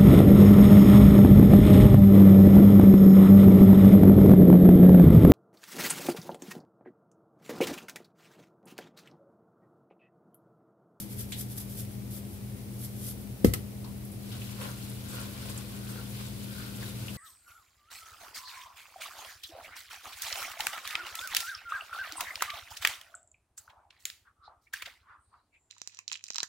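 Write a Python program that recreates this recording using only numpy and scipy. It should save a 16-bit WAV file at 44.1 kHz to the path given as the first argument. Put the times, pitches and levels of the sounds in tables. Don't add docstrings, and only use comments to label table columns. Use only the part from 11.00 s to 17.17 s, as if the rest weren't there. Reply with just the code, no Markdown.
import sys
import numpy as np
from scipy import signal
from scipy.fft import rfft, irfft, next_fast_len
from scipy.io import wavfile
from scipy.ndimage import map_coordinates

SR = 44100
rng = np.random.default_rng(int(sys.argv[2]) if len(sys.argv) > 2 else 0)


def pcm_store(signal):
    levels = np.round(np.clip(np.atleast_2d(signal), -1, 1) * 32767)
    wavfile.write(sys.argv[1], SR, levels.astype(np.int16).T)


N = 272097
TOP_HZ = 15700

# t/s, thump/dB, rattle/dB, skitter/dB, shell/dB
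LANDINGS = [(2.4453, -7.5, -23, -31, -20.5), (2.5363, -34, -21.5, -37.5, -26)]


def shaker():
    # middle t/s, level/dB, length/s, slide/s for a 20 dB rise, back swing/dB below the peak
    shakes = [(.004, -38.5, .01, .05, 8), (.201, -38, .014, .04, 9.5), (.399, -38.5, .026, .042, 7.5),
              (.595, -41, .03, .035, 6.5), (.803, -40.5, .006, .095, 15), (1.143, -45.5, .06, .025, 20),
              (1.33, -54, .04, .12, 6), (1.845, -42, .01, .105, 20), (2.088, -39, .02, .18, 15)]
    # f/Hz, relative level/dB
    seasoning = [(710, -42), (1200, -10), (2260, -10), (2770, -10.5), (3400, -1.5), (3820, -6.5),
                 (5160, -2), (6470, -4), (11600, 6), (14900, 2.5), (15600, -27)]
    back_delay_s, back_length_s, back_slide_s = 0.12, 0.02, .045
    power = np.zeros(N)
    for s, db, length, slide, softer_db in shakes:
        power += surge(s, db, length, slide)
        power += surge(s + back_delay_s, db - softer_db, back_length_s, back_slide_s)
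    granules = grains(rate=7000, scatter_db=3) + .55 * noise()
    flutter = amp(1.3 * wobble(130))
    return np.sqrt(power) * flutter * coloured(granules, seasoning)


def surge(s, db, length, slide):
    settle_s = .06
    before = s - length / 2 - clock()
    after = clock() - s - length / 2
    steps_down = np.clip(np.maximum(before / slide, after / settle_s), 0, 10)
    return amp(db - 20 * steps_down) ** 2


def thumps():
    # f/Hz, relative level/dB, time to fade by 60 dB/s, left minus right/dB
    counter = [(65.3, -10.5, 0.27, 1.5), (98.6, -10, 0.32, -1), (121.4, -11.5, 0.18, 2),
               (148.7, -23.5, 0.5, -5), (197.7, -10, 0.12, 6), (226, -5, 0.12, -6), (271, 6, 0.036, -2),
               (352, 6.5, 0.021, 2), (334, -10.5, 0.06, -8), (400, -8.5, 0.072, -2),
               (471, -3.5, 0.052, -6.5), (697, -25, 0.14, 2)]
    t = clock()
    ring = np.zeros((2, N))
    swell_cycles = .55
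    for s, thump_db, *_ in LANDINGS:
        for hz, db, t60, lean_db in counter:
            gain = amp(thump_db + db + lean_db * np.array([[.5], [-.5]]))
            envelope = struck(s, t60, attack=swell_cycles / hz)
            ring += gain * envelope * np.sin(2 * np.pi * hz * (t - s))
    low_hz, high_hz = 54, 575
    contact = signal.butter(4, [low_hz, high_hz], "bandpass", fs=SR, output="sos")
    return -signal.sosfilt(contact, ring)


def rattles():
    # f/Hz, relative level/dB, time to fade by 60 dB/s
    shell_tones = [(1168, -17, 0.064), (1300, -16.5, 0.1), (1920, -9, 0.046), (2045, -2, 0.029),
                   (2930, -13.5, 0.024), (3190, -11, 0.03), (4420, -12, 0.033), (4850, -16.5, 0.041),
                   (5330, -12, 0.043)]
    # f/Hz, relative level/dB
    rattle_colour = [(600, -11), (1000, -9), (2100, -7), (2700, -6.5), (4300, -6.5), (6800, -8.5),
                     (8900, -3.5), (10400, -5), (12200, -1.5), (14400, -4.5), (15800, -11)]
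    crack_t60_s, skitter_t60_s = 0.045, .2
    t = clock()
    shell = np.zeros((2, N))
    level = np.zeros(N)
    for s, _, rattle_db, skitter_db, shell_db in LANDINGS:
        for hz, db, t60 in shell_tones:
            tone = np.sin(2 * np.pi * (hz * t + rng.random((2, 1))))
            shell += amp(shell_db + db) * struck(s, t60, attack=.0005) * tone
        crack = amp(rattle_db) * struck(s, crack_t60_s, attack=0.00064)
        skitter = amp(skitter_db) * struck(s, skitter_t60_s, attack=.003)
        level += np.hypot(crack, skitter)
    shower = grains(rate=14000, scatter_db=3)
    return shell + level * coloured(shower, rattle_colour)


def clacks():
    # t/s, level/dB, resonance f/Hz, time to fade by 60 dB/s
    contacts = [(0.3203, -38, 2100, 0.065), (0.323, -37.5, 3500, 0.15), (.321, -37, 7500, .07),
                (2.843, -46.5, 4380, 0.07), (2.844, -51.5, 990, 0.22), (3.049, -45, 11800, 0.08),
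                (3.115, -49, 10400, .2), (3.3164, -47, 3350, 0.17), (3.417, -43, 2650, 0.066),
                (3.6108, -41, 2700, .06), (3.615, -44, 9700, .18), (3.8976, -42, 10000, 0.055),
                (4.085, -46, 8100, 0.11), (4.497, -39.5, 8600, 0.07), (4.5766, -35, 8000, 0.041),
                (5.598, -43, 1414, 0.081), (5.826, -44, 1714, .07), (5.8611, -42, 3830, 0.051),
                (6.0818, -36.5, 2920, 0.046), (6.145, -47.5, 1450, 0.074)]
    out = np.zeros((2, N))
    for s, db, hz, t60 in contacts:
        body = unit(filtered(noise(), lambda f: resonance(f, hz, width=0.45 * hz) ** 2))
        ring = .35 * np.sin(2 * np.pi * (hz * clock() + rng.random((2, 1))))
        out += amp(db) * struck(s, t60, attack=0.00045) * (body + ring)
    return out


def stirring():
    # f/Hz, width/Hz, relative level/dB
    pot_modes = [(510, 82, 0), (992, 163, 0), (1060, 144, 2), (1840, 1060, -11.5)]
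    # f/Hz, relative level/dB
    squelch_colour = [(900, -47), (1800, -8), (2500, 0), (3500, 2), (4900, 1), (6500, -8.5), (10000, -8)]
    sizzle_colour = [(2500, -5), (5500, -5), (8000, 0.5), (9700, 0), (12000, 2), (15500, -5.5)]
    grit_colour = [(1000, -22), (3500, 0), (9000, -6), (15500, -14)]
    start_s, fade_s = 3.17, 0.1
    mean_sizzle_db, sizzle_follows = -51, 0.86
    grit_db = -13
    begun = np.clip((clock() - start_s) / fade_s, 0, 1)
    squelch_db, scrape_db, ring_db = stroke_levels()
    mean_squelch_db = np.average(squelch_db, weights=begun)
    sizzle_db = mean_sizzle_db + sizzle_follows * (squelch_db - mean_squelch_db)

    def pot(f):
        return sum((-1) ** k * amp(db) * resonance(f, hz, width)
                   for k, (hz, width, db) in enumerate(pot_modes))

    wall = lambda f: resonance(f, hz=1440, width=290) ** 2
    slips = wobble(40)
    floor_grains = filtered(grains(rate=1600, scatter_db=3.5), pot)
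    scrape = amp(scrape_db + 1.1 * slips) * spread(floor_grains)
    wall_grains = filtered(grains(rate=900, scatter_db=2.5), wall)
    ring = amp(ring_db + 1.5 * wobble(35)) * spread(wall_grains)
    bubbles = pops(rate=570, centre_hz=3365, octaves=0.78, cycles=3.7, scatter_db=2)
    spits = pops(rate=600, centre_hz=9600, octaves=0.85, cycles=8.7, scatter_db=3.5)
    squelch = amp(squelch_db + 1.0 * slips) * coloured(bubbles + 2.7 * noise(), squelch_colour)
    sizzle = amp(sizzle_db + 2.2 * wobble(54)) * coloured(spits + 2.3 * noise(), sizzle_colour)
    ticks = grains(rate=70, scatter_db=-0.5)
    grit = amp(squelch_db + grit_db) * coloured(ticks, grit_colour)
    return begun * (scrape + ring + squelch + sizzle + grit)


def stroke_levels():
    # middle t/s, length/s at half power, food/dB, floor scrape/dB, wall ring/dB
    strokes = [(3.34, 0.064, -56, -56.5, -61), (3.497, 0.12, -54, -59, -66),
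               (3.651, 0.08, -48.5, -44.5, -54), (3.844, .12, -55.5, -61.5, -69),
               (4.182, 0.14, -49.5, -51.5, -53), (4.478, 0.21, -50, -51.5, -60),
               (4.753, .08, -59, -55, -69), (4.94, 0.16, -54, -55, -55), (5.216, .14, -50.5, -56, -68),
               (5.44, .08, -56, -60, -77), (5.606, 0.15, -50, -58, -54), (5.85, 0.086, -48.5, -53, -57.5),
               (6.068, 0.13, -51.5, -57.5, -60)]
    drag_food_db, drag_scrape_db, drag_ring_db = -55, -67, -71
    t = clock()
    power = amp([[drag_food_db], [drag_scrape_db], [drag_ring_db]]) ** 2
    for s, length, *levels_db in strokes:
        swell = .5 ** ((2 * (t - s) / length) ** 2)
        power = power + amp(levels_db)[:, None] ** 2 * swell
    return 10 * np.log10(power)


def pops(rate, centre_hz, octaves, cycles, scatter_db):
    count = int(rate * N / SR)
    when, pitch, size, side = rng.random((4, 4000, 1))[:, :count]
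    age = np.arange(SR // 50) / SR
    hz = np.minimum(centre_hz * 2 ** (octaves * (2 * pitch - 1)), TOP_HZ)
    loudness = amp(scatter_db * np.minimum(-np.log(size), 4))
    fade = np.exp(-age * hz / cycles)
    bursts = loudness * np.sqrt(hz) * fade * np.sin(2 * np.pi * hz * age)
    index = ((when * N).astype(int) + np.arange(len(age))).ravel()
    channels = [np.bincount(index, (bursts * turn(2 * np.pi * side)).ravel(), N)[:N]
                for turn in (np.cos, np.sin)]
    return unit(np.array(channels))


def appliances():
    # f/Hz, level/dB (rms)
    hum_lines = [(60, -55), (101.5, -58), (120.05, -44.5), (161, -61.5), (201.3, -47), (252, -63),
                 (402.6, -64.5)]
    # f/Hz, relative level/dB
    air_colour = [(20, -28), (35, -23), (50, -13.5), (65, -7.5), (92, 0), (128, 1.5), (143, -16.5),
                  (190, -6), (240, -12), (330, -10), (380, -16), (510, -17.5), (750, -23.5), (1500, -40.5)]
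    hiss_colour = [(470, -13), (800, -9.5), (1320, -9.5), (1770, -10), (2060, -8), (2360, -8), (2670, -9.5),
                   (5360, -11), (7130, -13.5), (9610, -7.5), (15600, -9)]
    t = clock()
    hum = np.zeros(N)
    for hz, db in hum_lines:
        level = np.sqrt(2) * amp(db + 0.51 * wobble(3.26))
        hum += level * np.sin(2 * np.pi * (hz * t + rng.random()))
    rumble = amp(-44) * coloured(noise(), air_colour)
    grainy = noise() + 0.28 * grains(rate=700, scatter_db=8.5)
    hiss = amp(-51.5 + 0.18 * wobble(7.8)) * coloured(grainy, hiss_colour)
    return hum + rumble + hiss


def room(x):
    # f/Hz, time to fade by 60 dB/s
    kitchen = [(100, 0.4), (500, 0.42), (3000, 0.26), (14000, 0.086)]
    hz, t, z = signal.stft(rng.standard_normal((2, SR // 2)), SR, nperseg=256)
    fade = amp(-60 * t / along(kitchen, hz)[:, None])
    tail = signal.istft(z * fade, SR, nperseg=256)[1]
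    tail = tail / np.linalg.norm(tail[0])
    tail = np.pad(tail, ((0, 0), (SR // 200, 0)))
    return signal.fftconvolve(x, tail, axes=1)[:, :N]


def struck(s, t60, attack):
    age = np.maximum(clock() - s, 0)
    return (1 - np.exp(-age / attack)) * amp(-60 * age / t60)


def grains(rate, scatter_db):
    hits = rng.random(N) < rate / SR
    sizes = hits * amp(scatter_db * np.clip(rng.standard_normal(N), -2, 2))
    return unit(sizes * noise())


def noise():
    return rng.standard_normal((2, N))


def wobble(rate):
    points = rng.standard_normal(int(N * rate / SR) + 4)
    return map_coordinates(points, [clock() * rate])


def resonance(f, hz, width):
    return 1j * f * width / (hz * hz - f * f + 1j * f * width)


def coloured(pair, spectrum):
    return spread(filtered(pair, lambda f: amp(along(spectrum, f))))


def spread(pair):
    # f/Hz, likeness (1 = the same, 0 = unrelated)
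    alike = [(60, 1), (250, 0.6), (500, 0.48), (1000, 0), (3000, 0), (15000, 0)]
    turn = lambda f: np.arccos(np.clip(along(alike, f), -1, 1)) / 2
    mid, side = filtered(pair, lambda f: np.array([np.cos(turn(f)), np.sin(turn(f))]))
    return unit(np.array([mid + side, mid - side]))


def filtered(x, response):
    size = next_fast_len(N + SR // 2)
    return irfft(rfft(x, size) * response(np.fft.rfftfreq(size, 1 / SR)), size)[..., :N]


def along(points, hz):
    f, v = np.transpose(points)
    return np.interp(np.log(hz + 1), np.log(f + 1), v)


def unit(x):
    return x / np.sqrt(np.mean(x ** 2) + 1e-20)


def amp(db):
    return 10 ** (np.asarray(db) / 20)


def clock():
    return np.arange(N) / SR


def scene():
    # f/Hz, left minus right/dB
    balance = [(60, 3), (125, 0.5), (250, 11.5), (380, -2), (620, 1), (1200, 4), (2400, 2), (4400, 2),
               (8000, 2.5), (14000, -0.5)]
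    at_pot = shaker() + clacks() + stirring()
    thump, rattle = thumps(), rattles()
    echo = room(amp(-10) * at_pot + amp(-18.5) * thump + amp(-16) * rattle)
    mix = at_pot + thump + rattle + echo + appliances()
    return filtered(mix, lambda f: amp(np.array([[.5], [-.5]]) * along(balance, f)))


def record(dry):
    rounded = dry / (1 + np.abs(dry / .85) ** 4) ** (1 / 4)
    return filtered(rounded, lambda f: f < TOP_HZ)


dry = scene()
out = record(dry)
pcm_store(out)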